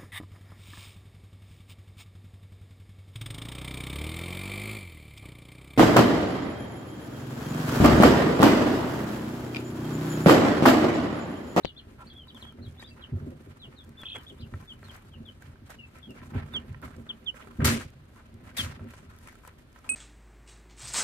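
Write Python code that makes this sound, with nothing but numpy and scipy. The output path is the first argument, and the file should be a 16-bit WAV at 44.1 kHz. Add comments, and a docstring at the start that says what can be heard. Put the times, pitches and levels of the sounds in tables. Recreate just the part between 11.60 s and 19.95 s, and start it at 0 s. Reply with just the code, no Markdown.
"""A beak pecks close to the left microphone while young chicks peep in a boxed brooder; whistled glides make the peeps.
Hops boom on the floor as struck modes, and filtered grains and short knocks make the shavings rustle and snap.
A trill swings through a throat resonance at 2.4 s, and nearer peeps follow from 4.9 s.
Two scuffles shower shavings about near 6 and 7 s; just before the end a chick rings a small hanging bell.
Dull reflections of the box surround the calls and knocks, and steady room air lies under everything."""
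import sys
import numpy as np
from scipy import signal
from scipy.io import wavfile
from scipy.ndimage import uniform_filter1d

SR = 44100
rng = np.random.default_rng(int(sys.argv[2]) if len(sys.argv) > 2 else 0)


def to_wav(sig):
    """Store sig (one row per channel, or 1-D mono) as 16-bit WAV at the path in sys.argv[1].

    Samples outside -1..1 are clipped; the rate is SR.
    """
    pcm = np.clip(np.atleast_2d(sig), -1, 1) * 32767
    pcm = np.round(pcm).astype(np.int16)
    wavfile.write(sys.argv[1], SR, pcm.T)  # frames by channels


N = 368235

NEAR_DB, FAR_DB_PER_DB = -30, .62   # reference level of a near call [dB]; echo added per dB below it
LAG_S_PER_DB = .0001   # a sound louder on one side also arrives there first
OVERTONE_DB = -40
PEEP_ROUNDING, FLUTTER_PER_S = .25, 220   # share of the length that rounds the glide; speed of the wavering
PEEP_DB_PER_KHZ = -4   # within a peep the high part is fainter
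# Near peeps swell more sharply: (level [dB], power of the arch)
FAR_SWELL = (-48, .6)
NEAR_SWELL = (-33, 1.2)
# Gliding calls: (time [s], length [s], start pitch [Hz], turn pitch [Hz], end pitch [Hz],
# turn [share of length], loudest point [share of length], nominal envelope level [dB], left-right [dB])
PEEP_CALLS = [(.028,.04,3200,4800,3000,.55,.6,-54,4),(.056,.03,4700,4400,3600,.5,.3,-54,3),(.056,.06,3100,2950,2880,.5,.4,-50,2),(.06,.045,3900,3500,3200,.5,.4,-53,2),(.159,.046,3150,3800,2700,.45,.6,-49,2),
              (.172,.016,4050,4240,4050,.4,.4,-63,1),(.458,.05,3700,4850,3900,.5,.5,-56,2),(.498,.038,3450,3250,3650,.4,.35,-54,2),
              (.548,.1,3250,3500,2900,.2,.4,-50,0),(.67,.04,3450,4050,2850,.45,.7,-51,-2),(.678,.016,4550,4620,4500,.5,.5,-60,1),
              (.74,.042,3600,3350,3000,.5,.5,-54,6),(.797,.038,3700,4400,2700,.5,.8,-50,2),(.835,.08,2900,3450,3050,.28,.4,-52,1),
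              (1.013,.065,3800,4400,3000,.3,.55,-59,5),(1.17,.057,3350,3950,3000,.7,.6,-54,-2),(1.195,.02,4400,4800,4800,.6,.6,-60,1),
              (1.227,.078,3050,3700,4100,.3,.3,-59,0),(1.268,.016,3450,3390,3300,.5,.4,-54,1),(1.272,.026,4750,4900,4700,.4,.5,-62,5),
              (1.308,.02,2720,2680,2640,.5,.4,-56,-1),(1.405,.045,4500,3700,2600,.5,.8,-51,-1),(1.418,.04,3350,3150,2650,.5,.5,-55,-1),(2.826,.02,3300,2900,2650,.5,.6,-53,2),
              (1.994,.07,4000,4150,2650,.15,.5,-50,-1),(2.16,.068,4500,3550,3200,.5,.6,-53,5),(2.372,.065,3400,3550,3250,.3,.4,-50,3),
              (2.572,.04,3050,3100,2950,.3,.4,-55,2),(2.664,.05,3350,3700,2800,.5,.4,-49,1),(2.788,.04,3300,4350,2700,.55,.6,-54,2),
              (2.8,.018,4900,4900,4700,.4,.4,-60,1),(3.075,.055,3550,3450,2900,.3,.6,-47,1),
              (3.24,.04,4350,3900,3600,.4,.2,-60,4),(3.285,.025,3500,3300,3100,.5,.6,-50,4),(3.516,.042,3300,3200,2750,.4,.7,-56,4),
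              (3.653,.055,3650,3330,2800,.45,.35,-51,6),(4.186,.074,2950,2720,2620,.35,.35,-52,6),(4.418,.055,3450,3400,3150,.4,.55,-57,5),
              (4.486,.044,3000,2780,2700,.5,.6,-56,4),(4.933,.058,3750,3230,2800,.5,.5,-31,-5),(5.489,.031,3700,3200,2800,.45,.45,-33,2),
              (5.657,.052,3800,3150,2860,.4,.6,-31,-8),(6.972,.052,3950,3200,2950,.6,.5,-29,2)]


def peeps():
    """Each syrinx whistle glides to a turn and on, its level wavering; returns the calls and their echo feed."""
    out, echoed = np.zeros((2, 2, N))
    wavers = rng.standard_normal((len(PEEP_CALLS), 2, 60))
    for call, waver in zip(PEEP_CALLS, wavers):
        s, length, start_hz, turn_hz, end_hz, turn, loudest, level_db, pan_db = call
        u = np.linspace(0, 1, round(length * SR))
        pitch = np.interp(u, [0, np.clip(turn, .05, .95), 1], [start_hz, turn_hz, end_hz])
        pitch = uniform_filter1d(pitch, size=round(PEEP_ROUNDING * len(u)) + 1, mode="nearest")
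        wobble, flutter = (np.interp(u * length * FLUTTER_PER_S, np.arange(len(w)), w) for w in waver)
        # faint, far voices are more ragged in pitch and level
        pitch *= 1 + .0007 * (NEAR_DB - level_db) * wobble
        skew = np.log(.5) / np.log(np.clip(loudest, .15, .9))
        sharpness = np.interp(level_db, *np.transpose([FAR_SWELL, NEAR_SWELL]))
        swell = rms_one(np.sin(np.pi * u ** skew) ** sharpness)
        tilt_db = PEEP_DB_PER_KHZ * (pitch - pitch.mean()) / 1000
        flutter_db = .17 * (NEAR_DB + 4 - level_db) * flutter
        peep = whistle(pitch, swell * from_db(level_db + tilt_db + flutter_db))
        add(out, s, peep, pan_db)
        add(echoed, s, from_db(FAR_DB_PER_DB * (NEAR_DB - level_db)) * peep, 0)   # faint = far = wetter
    return out, echoed[0]


THROAT_HZ, THROAT_WIDTH_HZ, THROAT_DB = 3330, 250, 16
# Extent of the trill: (start [s], end [s], lowest pitch [Hz])
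TRILL_EXTENT = (2.441, 2.572, 2500)
# Swings of the trill: (time of the top [s], top pitch [Hz], level before the throat lift [dB])
TRILL_SWINGS = [(2.43, 3000, -50), (2.4625, 3620, -45), (2.494, 4150, -48), (2.5265, 3680, -47),
                (2.556, 3400, -49), (2.586, 3300, -52)]


def trill():
    """A whistle swings up and down and gains level at the throat resonance; returns call and echo feed."""
    out, echoed = np.zeros((2, 2, N))
    start, end, low_hz = TRILL_EXTENT
    t = np.arange(start, end, 1 / SR)
    top_s, top_hz, top_db = np.transpose(TRILL_SWINGS)
    swing = np.interp(t, top_s, np.arange(len(top_s)))
    nearest_top_hz = top_hz[np.round(swing).astype(int)]
    pitch = low_hz + (nearest_top_hz - low_hz) * np.abs(np.cos(np.pi * swing)) ** 2.3
    lift_db = THROAT_DB * np.exp(-((pitch - THROAT_HZ) / THROAT_WIDTH_HZ) ** 2)
    fade = np.sin(np.linspace(0, np.pi, len(t))) ** .25
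    call = whistle(pitch, from_db(np.interp(t, top_s, top_db) + lift_db) * fade)
    add(out, start, call, -.7)
    add(echoed, start, from_db(13.5) * call, 0)
    return out, echoed[0]


def whistle(hz, envelope):
    """A nearly pure tone with a faint octave."""
    phase = 2 * np.pi * np.cumsum(hz) / SR
    return envelope * (np.sin(phase) + from_db(OVERTONE_DB) * np.sin(2 * phase))


SHUFFLE_DB, SHUFFLE_T60_S, SHUFFLE_ATTACK_S = -10, .6, .012   # level under the thump; t60 before damping
# Modes far from the struck pitch ring less and later; a foot pushes softly
FOCUS_DB_PER_OCTAVE, PUSH_CYCLES, SCATTER_S = -5, .45, .02   # SCATTER_S is the delay per octave
# Above CROSS_HZ the floor also rings crosswise, opposed in the two microphones
CROSS_DB, CROSS_HZ, CROSS_LAG_S = -3, 400, .0016
# Low and upper modes of the box floor: (pitch [Hz], relative level [dB], free t60 [s])
BOOM_MODES = [(45, -18, .3), (82, 0, .45), (100, 1, .35), (124, -1, .3), (145, -3, .5)]
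UPPER_MODES = [(230, 2, .35), (250, -2, .3), (280, -4, .25), (345, -6, .2), (393, -3, .22), (513, -7, .18),
               (610, -11, .15)]
# General bustle of the flock, nominal levels: (time [s], boom [dB], upper floor modes [dB],
# scuff [dB], crackle floor [dB], left-right of scuff and crackle [dB]); the shavings play it too
FLOCK_BUSTLE = [(0.0, -60, -59, -68, -78, 2.0), (1.81, -52, -55, -65, -76, -3.0),
                (2.39, -61, -63, -68, -78, 0.5), (2.84, -53, -57, -65, -74, 0.0),
                (3.9, -55, -61, -69, -77, -1.0), (4.49, -61, -61, -65, -75, 1.0),
                (4.91, -48, -52, -63, -76, -3.5), (5.77, -58, -58, -66, -76, -3.5),
                (6.02, -54, -54, -60, -71, -0.5), (6.16, -43, -56, -65, -74, -1.5),
                (6.33, -52, -62, -70, -79, -2.0), (6.72, -59, -60, -69, -81, -0.5),
                (7.14, -46, -53, -61, -78, -1.0), (7.49, -57, -63, -65, -74, 0.0),
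                (8.19, -64, -66, -70, -77, -2.5), (8.35, -63, -67, -64, -73, 9.0)]
# Hops and landings, the first row being the heavily damped blow of the beak's peck: (time [s], nominal peak
# [dB], upper modes over the boom [dB], struck boom pitch [Hz], # struck upper pitch [Hz], damping [share of the
# free t60])
FLOOR_THUMPS = [(0.048, -36, -6, 130, 400, 0.12), (0.229, -44, -13, 64.6, 277, 0.6),
                (0.309, -52, 2, 94.2, 382, 0.6), (0.526, -45, -8, 83.4, 221, 0.6),
                (0.724, -47, -1, 61.9, 245, 0.6), (0.824, -46, -6, 91.5, 213, 0.6),
                (0.939, -47, -1, 70.0, 261, 0.6), (0.976, -37, -7, 75.4, 213, 0.6),
                (1.052, -33, -12, 105, 213, 0.6), (1.284, -41, -10, 78.1, 240, 0.6),
                (1.517, -27, -11, 132, 300, 0.6), (1.598, -33, -9, 116, 215, 0.6),
                (1.664, -40, 4, 96.9, 345, 0.6), (1.859, -44, -2, 105, 439, 0.6),
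                (2.065, -43, -5, 129, 213, 0.6), (2.262, -43, -9, 78.1, 213, 0.6),
                (2.548, -47, -1, 121, 541, 0.6), (2.709, -46, -1, 91.5, 237, 0.6),
                (2.796, -34, -14, 94.2, 229, 0.6), (2.92, -30, -13, 105, 234, 0.6),
                (3.549, -37, -10, 80.7, 223, 0.6), (3.598, -45, 1, 132, 234, 0.6),
                (3.873, -43, -11, 102, 218, 0.6), (4.017, -43, -9, 99.6, 240, 0.6),
                (4.468, -49, 10, 143, 213, 0.6), (4.608, -48, 2, 102, 299, 0.6),
                (4.717, -38, -1, 143, 213, 0.6), (4.746, -24, -9, 108, 330, 0.6),
                (4.938, -43, 2, 135, 310, 0.6), (5.076, -34, -16, 96.9, 261, 0.6),
                (5.228, -44, 2, 80.7, 328, 0.6), (5.357, -37, -6, 83.4, 213, 0.6),
                (5.985, -20, -9, 94.2, 226, 0.6), (6.037, -20, -7, 88.8, 229, 0.6),
                (6.098, -27, 1, 140, 231, 0.6), (6.724, -44, -5, 105, 215, 0.6),
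                (6.829, -44, -5, 124, 213, 0.6), (6.987, -33, -7, 105, 237, 0.6),
                (7.029, -30, -12, 86.1, 213, 0.6), (7.203, -35, -7, 91.5, 226, 0.6),
                (7.447, -42, -11, 78.1, 237, 0.6), (8.276, -49, -1, 67.3, 256, 0.6),
                (8.303, -54, 6, 100, 400, 0.5), (6.012, -34, 2, 120, 480, 0.5),
                (6.062, -30, 3, 120, 520, 0.6), (7.24, -44, 2, 100, 400, 0.5)]


def floor_boards():
    """Soft footfalls keep the floor modes going; thumps favour modes near their pitch and a shuffle follows."""
    boom_db, upper_db = in_time(FLOCK_BUSTLE)[:2]
    s, thump_db, over_db, boom_hz, upper_hz, damping = np.transpose(FLOOR_THUMPS)
    out, click = 0, np.eye(1, SR // 2)[0]
    groups = ((BOOM_MODES, boom_db, thump_db - .7, boom_hz),
              (UPPER_MODES, upper_db, thump_db + over_db + 1.5, upper_hz))
    for modes, bustle_db, hit_db, hit_hz in groups:
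        steps = grains(per_s=150, spread_db=4)
        # standing feet halve the free ringing time
        patter = sum(from_db(db) * ring(steps[k % 2], hz, .5 * t60) for k, (hz, db, t60) in enumerate(modes))
        shuffle = bursts(bustle_db, s, hit_db + SHUFFLE_DB, SHUFFLE_T60_S * damping, SHUFFLE_ATTACK_S)
        out = out + shuffle * rms_one(patter)
        detunings = rng.normal(1, .02, (len(s), len(modes)))
        for at, level_db, struck_hz, share, detune in zip(s, hit_db, hit_hz, damping, detunings):
            push = np.hanning(round(PUSH_CYCLES * SR / struck_hz))[::4]
            push = push / push.sum()
            for (hz, db, t60), off in zip(modes, detune):
                octaves = abs(np.log2(hz / struck_hz))
                ringing = ring(click, hz * off, max(share, .1) * t60)
                blow = np.convolve(ringing[::4], push).repeat(4)   # coarse steps, smoothed by the filter below
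                i = round((at + SCATTER_S * octaves) * SR)
                gain = from_db(level_db + db + FOCUS_DB_PER_OCTAVE * octaves)
                out[i:i + len(blow)] += gain * blow[:N - i]
    out = filtered(out, 3, [50, 1500], "band")
    cross = from_db(CROSS_DB) * np.roll(filtered(out, 4, CROSS_HZ, "high"), round(CROSS_LAG_S * SR))
    later = np.roll(out, round(.00025 * SR))   # the right side hears it later
    return np.stack([from_db(-.4) * out + cross, from_db(.4) * later - cross])


FEEDER_RUB_DB = -4   # how much of the scuff rings in the feeder
TRICKLE_DB, TRICKLE_PER_S = 3.5, 9   # the crackle swells at random over its floor
CRACKLE_LEVEL_HZ = 5000   # crackle levels count the treble above this
# The harder the kick, the faster it starts: (crackle level [dB], attack [s])
HARD_KICK = (-35, .004)
SOFT_KICK = (-60, .014)
# The higher the crackle, the sooner it dies: (upper edge [Hz], length [share of the kick's t60])
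CRACKLE_FADES = [(4500, 1.15), (9500, .95), (20000, .72)]
# Spectra of dry shavings and of duller feet: (frequency [Hz], relative density [dB per Hz])
CRACKLE_SPECTRUM = [(880, -36), (1500, -6), (2020, -1), (2300, -6), (3730, -5), (5280, -9), (8740, -5),
                    (12200, -12), (15400, -15), (16000, -47)]
SCUFF_SPECTRUM = [(250, -16), (500, -2), (900, -2), (1400, 1), (2000, -3), (3000, -10), (5000, -30)]
# Modes of the plastic feeder, also knocked and scraped below: (pitch [Hz], relative level [dB], base t60 [s])
FEEDER_MODES = [(620, -4, .02), (1035, 0, .025), (1340, 2, .03), (1560, 0, .025), (1810, -2, .02),
                (2300, -3, .012)]
# Kicks in the shavings, nominal levels: (time [s], dull scuff [dB], bright crackle [dB], base t60 [s],
# left-right [dB])
SHAVING_KICKS = [(.38, -55, -66, .25, -1), (.745, -55, -64, .5, -1), (1.19, -58, -64, .3, 2),
                 (1.36, -54, -75, .3, -2), (1.89, -56, -72, .2, -2), (2.11, -57, -72, .25, -1),
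                 (2.38, -56, -64, .4, 1), (2.543, -49, -66, .25, 0), (2.935, -58, -66, .2, 2),
                 (2.99, -58, -66, .3, 0), (3.2, -57, -66, .5, 0), (3.29, -52, -60, .4, 1),
                 (3.8, -58, -64, .25, -3), (4.05, -60, -66, .3, 0), (4.09, -50, -55, .2, -4),
                 (4.33, -58, -66, .3, -1), (4.545, -56, -66, .3, 0), (4.6, -54, -72, .2, -1),
                 (4.73, -44, -66, .3, -3), (4.84, -60, -68, .4, -2), (4.925, -45, -64, .25, -5),
                 (5.075, -57, -72, .2, -3), (5.217, -48, -59, .3, -4), (5.455, -53, -70, .25, 1),
                 (5.74, -52, -63, .5, -4), (5.998, -39, -70, .25, 1), (6.043, -31, -25, .29, 1),
                 (6.205, -46, -54, .1, -1), (6.55, -58, -68, .3, 0), (6.83, -54, -64, .35, -2),
                 (6.94, -50, -62, .2, 1), (6.966, -45, -34, .24, 2), (7.025, -45, -50, .3, -1),
                 (7.07, -48, -60, .25, -1), (7.19, -53, -75, .3, -2), (7.29, -58, -62, .5, -1),
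                 (7.48, -58, -68, .25, 0), (7.6, -58, -63, .5, 0), (7.665, -54, -59, .2, 2),
                 (7.83, -55, -63, .3, 1), (8.15, -55, -63, .15, -4), (8.235, -54, -66, .2, -1),
                 (8.295, -56, -62, .2, -2)]


def shavings():
    """Dry grains in handfuls: a bright crackle and a duller scuff of feet that also rubs the feeder."""
    scuff_db, crackle_db, pan_db = in_time(FLOCK_BUSTLE)[2:]
    trickle = np.abs(wander(TRICKLE_PER_S))
    crackle_db = crackle_db + TRICKLE_DB * trickle
    s, kick_scuff_db, kick_crackle_db, t60, kick_pan_db = np.transpose(SHAVING_KICKS)
    attack_s = np.interp(kick_crackle_db, *np.transpose([SOFT_KICK, HARD_KICK]))

    def kicked(floor_db, kick_db, share):
        """Left and right gain of one layer, the kicks standing out of the bustle."""
        return np.stack([bursts(floor_db + side * pan_db, s, kick_db + side * kick_pan_db,
                                share * t60, attack_s) for side in (.5, -.5)])

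    dull = kicked(scuff_db, kick_scuff_db, 1)
    bright = [kicked(crackle_db, kick_crackle_db, share) for hz, share in CRACKLE_FADES]

    crackle = colour(grains(7000, 3.5), [(700, -90)] + CRACKLE_SPECTRUM, patchy_db=2.2)
    crackle = crackle / filtered(crackle, 4, CRACKLE_LEVEL_HZ, "high").std()
    below = [0]
    for hz, share in CRACKLE_FADES:
        below.append(signal.sosfiltfilt(signal.butter(2, hz, fs=SR, output="sos"), crackle))
    crackle = sum(gain * (upper - lower) for gain, lower, upper in zip(bright, below, below[1:]))

    rubs = grains(900, 4)
    rubbed = rms_one(sum(from_db(db) * ring(rubs, hz, 1.6 * t60) for hz, db, t60 in FEEDER_MODES))
    feet = colour(grains(2500, 3.5), [(120, -90)] + SCUFF_SPECTRUM + [(8000, -90)], patchy_db=4)
    scuff = dull * (feet + from_db(FEEDER_RUB_DB) * rubbed)
    # a heavy shower is smoother than a trickle
    lumpy_db = np.interp(bright[1].mean(axis=0), from_db([-62, -45]), [3, 1.1])
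    return (crackle + scuff) * clumps(per_s=80, depth_db=lumpy_db)


# Fainter snaps fall at random: how many, and their average levels and spread
FAINT_SNAPS, FAINT_KNOCK_DB, FAINT_TICK_DB, FAINT_SPREAD_DB = 36, -56, -59, 4
# Snaps of shavings and pecks at the feeder: (time [s], knock peak [dB], tick level before its filter [dB],
# left-right [dB])
FEEDER_SNAPS = [(.7467, -42, -50, -8), (.8256, -43, -53, -11), (.8515, -44, -51, -10), (.9238, -46, -54, 0),
                (1.1957, -42, -50, 4), (1.2251, -35, -51, 5), (2.2922, -50, -51, -1), (2.4159, -46, -44, 0),
                (2.4334, -31, -51, 1), (2.5841, -44, -47, -4), (2.6339, -60, -47, 3), (2.9383, -34, -51, 3),
                (3.0251, -45, -56, 3), (3.2291, -41, -53, 0), (3.3648, -49, -46, 4), (3.8227, -41, -49, 0),
                (3.9574, -47, -66, -7), (4.1036, -40, -40, 1), (4.3555, -45, -58, 0), (4.3855, -51, -49, 2),
                (4.6304, -44, -66, 2), (4.7616, -36, -63, -6), (4.9651, -43, -41, -1),
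                (5.1457, -36, -61, -9), (5.2575, -45, -49, -2), (5.3652, -57, -49, -6),
                (5.8726, -41, -55, -5), (6.0552, -23, -14, 3), (6.2088, -34, -43, 2),
                (6.2507, -47, -49, -1), (7.3063, -45, -45, -1), (7.337, -38, -54, 0),
                (7.5872, -51, -46, -4), (7.6735, -36, -41, 5), (7.7543, -46, -52, -5),
                (7.8356, -45, -63, 5), (7.8501, -39, -51, 1), (7.876, -41, -38, 2), (8.1604, -42, -53, -4),
                (8.1888, -48, -48, -2), (8.2437, -43, -62, -3), (8.263, -46, -52, -2), (6.303, -60, -52, 0),
                (7.243, -55, -57, 0), (5.645, -58, -55, 0),
                (1.364,-48,-60,-3),(2.247,-54,-54,0),(2.548,-43,-58,-4),(2.564,-39,-47,-1),(3.284,-43,-53,-2),
                (3.314,-44,-50,-1),(4.617,-41,-62,0),(4.744,-43,-57,-4),(4.939,-37,-46,-1),(5.217,-48,-48,-3),(5.227,-39,-50,-3),
                (5.235,-36,-48,-2),(5.467,-41,-56,-2),(5.743,-42,-55,-4),(5.847,-45,-55,-7),(6.004,-30,-55,0),(6.561,-46,-57,-1),
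                (6.913,-45,-63,4),(7.194,-43,-65,-1),(7.287,-46,-52,-3),(7.727,-44,-53,-3)]


def snaps():
    """Each snap is a bright tick and a knock that rings the feeder, with new mode strengths every time."""
    out, t = np.zeros((2, N)), np.arange(round(.05 * SR)) / SR
    faint = rng.standard_normal((FAINT_SNAPS, 3)) * FAINT_SPREAD_DB + [FAINT_KNOCK_DB, FAINT_TICK_DB, 0]
    faint_s = rng.uniform(0, N / SR, len(faint))
    rows = FEEDER_SNAPS + [(s, *row) for s, row in zip(faint_s, faint)]
    noises = rng.standard_normal((len(rows), len(t)))
    strengths = rng.normal(0, 4, (len(rows), len(FEEDER_MODES)))
    for (s, knock_db, tick_db, pan_db), noise, strength_db in zip(rows, noises, strengths):
        contact = noise * np.exp(-t / .002)
        knock = sum(from_db(db + more_db) * ring(contact, hz, t60)
                    for (hz, db, t60), more_db in zip(FEEDER_MODES, strength_db))
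        knock = from_db(knock_db) * knock / np.abs(knock).max()
        tick = from_db(tick_db) * filtered(noise * np.exp(-t / .0018), 1, [3200, 13000], "band")
        add(out, s, knock + tick, pan_db, lag_s_per_db=2e-5)
    return out


# A claw dragged over the feeder: (start [s], end [s], level [dB])
CLAW_SCRAPE = (.382, .445, -50)


def scrape():
    """Dense random slips of a claw ring the second and third feeder modes."""
    start, end, level_db = CLAW_SCRAPE
    slips = rng.standard_normal(round((end - start) * SR))
    slips = slips * np.sin(np.linspace(0, np.pi, len(slips))) ** .4
    rung = rms_one(sum(ring(slips, hz, 2 * t60) for hz, db, t60 in FEEDER_MODES[1:3]))
    out = np.zeros((2, N))
    add(out, start, from_db(level_db) * rung, -1.5)
    return out


PECK_PAN_DB = 10   # close to the left
# Microphone housing: (thud pitch [Hz], click pitch [Hz])
HOUSING_HZ = (550, 3000)
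# Pecks at the microphone: (time [s], thud [dB], click [dB])
MICROPHONE_PECKS = [(.0488, -13, -19), (.0544, -30, -15)]


def pecks():
    """A beak on the housing: one pulse sets off a thud and a click that ring for a couple of cycles."""
    out = np.zeros((2, N))
    pulse = uniform_filter1d(np.eye(1, 900, 4)[0], size=4)
    for s, *levels_db in MICROPHONE_PECKS:
        peck = sum(from_db(db) * ring(pulse, hz, 4.5 / hz) for db, hz in zip(levels_db, HOUSING_HZ))
        add(out, s, peck, PECK_PAN_DB)
    return out


BELL_S, CLAPPER_DB = 8.2915, -31   # strike time; level of the tick before its filter
CLAPPER_DECAY_S, CLAPPER_BAND_HZ = .0022, [2200, 9500]
# Bell modes; close pairs beat: (pitch [Hz], level [dB], t60 [s], left-right [dB])
BELL_MODES = [(2557, -29, .3, 8), (2530, -46, .3, 4), (8300, -25, .25, -11), (8250, -28, .2, -11),
              (12220, -54, .07, 0)]


def bell():
    """The clapper ticks and sets modes ringing, each radiating to its own side."""
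    out, click = np.zeros((2, N)), np.eye(1, SR // 5)[0]
    for k, (hz, level_db, t60, pan_db) in enumerate(BELL_MODES):
        mode = (-1) ** k * from_db(level_db) * ring(click, hz, t60)   # a pair starts opposed and swells
        add(out, BELL_S, mode, pan_db, lag_s_per_db=5e-6)
    t = np.arange(SR // 20) / SR
    tick = rng.standard_normal(len(t)) * np.exp(-t / CLAPPER_DECAY_S)
    add(out, BELL_S, from_db(CLAPPER_DB) * filtered(tick, 2, CLAPPER_BAND_HZ, "band"), 1.5)
    return out


BOX_T60_S, WALL_CUT_HZ, BOX_DB = .105, 6000, -21


def box(x):
    """A dense swarm of dull reflections that dies away, another one for each side."""
    t = np.arange(SR // 4) / SR
    dull = np.exp(-2 * np.pi * WALL_CUT_HZ / SR)
    swarm = signal.lfilter([1], [1, -dull], rng.standard_normal((2, len(t))))
    swarm *= (1 - np.exp(-t / .004)) * from_db(-60 * t / BOX_T60_S)
    swarm /= np.sqrt(np.sum(swarm ** 2, axis=1, keepdims=True))
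    return signal.fftconvolve(x[None], swarm, axes=1)[:, :N]


AIR_DB = -56
# Spectrum of the room air: (frequency [Hz], relative density [dB per Hz])
AIR_SPECTRUM = [(15, -35), (25, -5), (70, 1), (161, -12), (236, -8), (317, -14), (887, -25), (1330, -23),
                (2350, -30), (3250, -28), (7310, -47), (8830, -41), (14800, -46), (16000, -58)]


def room_air():
    """Steady coloured noise of the room."""
    return from_db(AIR_DB) * colour(rng.standard_normal((2, N)), AIR_SPECTRUM)


# Likeness of the two microphones: (frequency [Hz], left-right correlation)
STEREO_LIKENESS = [(60, 0.92), (180, 0.96), (550, 0.37), (1650, -0.03), (4970, -0.13), (15000, -0.02)]


def colour(pair, spectrum, patchy_db=0):
    """Half-octave bands give two unrelated signals a spectrum, patches and stereo likeness; rms 1."""
    out, edges = 0, 25 * 2 ** np.arange(0, 9.6, .5)
    for k, (low, high) in enumerate(zip(edges, edges[1:])):
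        hz = np.sqrt(low * high)
        if at_hz(spectrum, hz) > -70:
            mid, side = filtered(pair, 2, [low, high], "band")
            alike = np.clip(at_hz(STEREO_LIKENESS, hz), -1, 1)
            # alternate signs join neighbours without a notch
            gain = (-1) ** k * from_db(at_hz(spectrum, hz)) * clumps(per_s=30, depth_db=patchy_db)
            out = out + gain * (np.sqrt(1 + alike) * mid + np.sqrt(1 - alike) * side * [[1], [-1]])
    return rms_one(out)


def grains(per_s, spread_db):
    """Random clicks of uneven size, other ones in each channel; rms 1."""
    sizes = from_db(spread_db * np.minimum(rng.exponential(1, (2, N)), 5)) * rng.choice([-1, 1], (2, N))
    return rms_one(sizes * (rng.random((2, N)) < per_s / SR))


def wander(per_s):
    """A random curve with per_s new values a second, joined by straight lines."""
    knots = rng.standard_normal(N // 100)   # more than enough
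    return np.interp(np.arange(N) / SR * per_s, np.arange(len(knots)), knots)


def clumps(per_s, depth_db):
    """A gain that wanders fast, so that grains fall in handfuls."""
    return from_db(depth_db * wander(per_s) - .08 * depth_db ** 2)


HOLD_SHARE = .13   # a burst holds for this share of its t60 before it dies


def bursts(floor_db, times, levels_db, t60s, attacks_s):
    """A gain that rises at each time, holds and dies away, added in power to a floor."""
    power = from_db(2 * floor_db)
    for s, level_db, t60, attack_s in np.broadcast(times, levels_db, np.maximum(t60s, .03), attacks_s):
        i, t = round(s * SR), np.arange(round(1.5 * t60 * SR)) / SR
        decay = from_db(level_db - 60 * np.maximum(t / t60 - HOLD_SHARE, 0))
        burst = (1 - np.exp(-t / attack_s)) * decay
        power[i:i + len(t)] += burst[:N - i] ** 2
    return np.sqrt(power)


def ring(clicks, hz, t60):
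    """A two-pole resonator: a unit click sets a sine of height 1 ringing."""
    r, w = from_db(-60 / (t60 * SR)), 2 * np.pi * hz / SR
    return signal.lfilter([0, np.sin(w)], [1, -2 * r * np.cos(w), r * r], clicks + 1e-18)


def add(out, s, sound, pan_db, lag_s_per_db=LAG_S_PER_DB):
    """Mixes a short sound in at time s, louder and earlier on its own side."""
    for channel, side in enumerate((1, -1)):
        i = max(round((s - side * pan_db * lag_s_per_db / 2) * SR), 0)
        out[channel, i:i + len(sound)] += from_db(side * pan_db / 2) * sound[:N - i]


def filtered(x, order, hz, kind):
    """A Butterworth filter."""
    return signal.sosfilt(signal.butter(order, hz, kind, fs=SR, output="sos"), x)


def from_db(db):
    """Gain of a level in dB."""
    return 10 ** (np.asarray(db) / 20)


def rms_one(x):
    """Scaled to unit rms."""
    return x / np.sqrt(np.mean(x ** 2) + 1e-20)


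def in_time(rows):
    """Columns of a curve table, one value a sample."""
    s, *columns = np.transpose(rows)
    return [np.interp(np.arange(N) / SR, s, c) for c in columns]


def at_hz(points, hz):
    """A spectrum table read on a log-frequency axis."""
    table_hz, values = np.transpose(points)
    return np.interp(np.log(hz), np.log(table_hz), values)


def scene():
    """Everything in the box, over the steady air of the room."""
    peep_calls, peep_echo = peeps()
    trill_call, trill_echo = trill()
    knocks = snaps() + scrape() + bell() + pecks()
    reflections = from_db(BOX_DB) * box(peep_echo + trill_echo + knocks.mean(axis=0))
    return peep_calls + trill_call + knocks + reflections + floor_boards() + shavings() + room_air()


STOP_HZ = 16300   # from here up the treble is 60 dB down


def record(dry):
    """A steep low-pass cuts the top."""
    return signal.sosfilt(signal.cheby2(14, 60, STOP_HZ, fs=SR, output="sos"), dry)


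dry = scene()
out = record(dry)
to_wav(out)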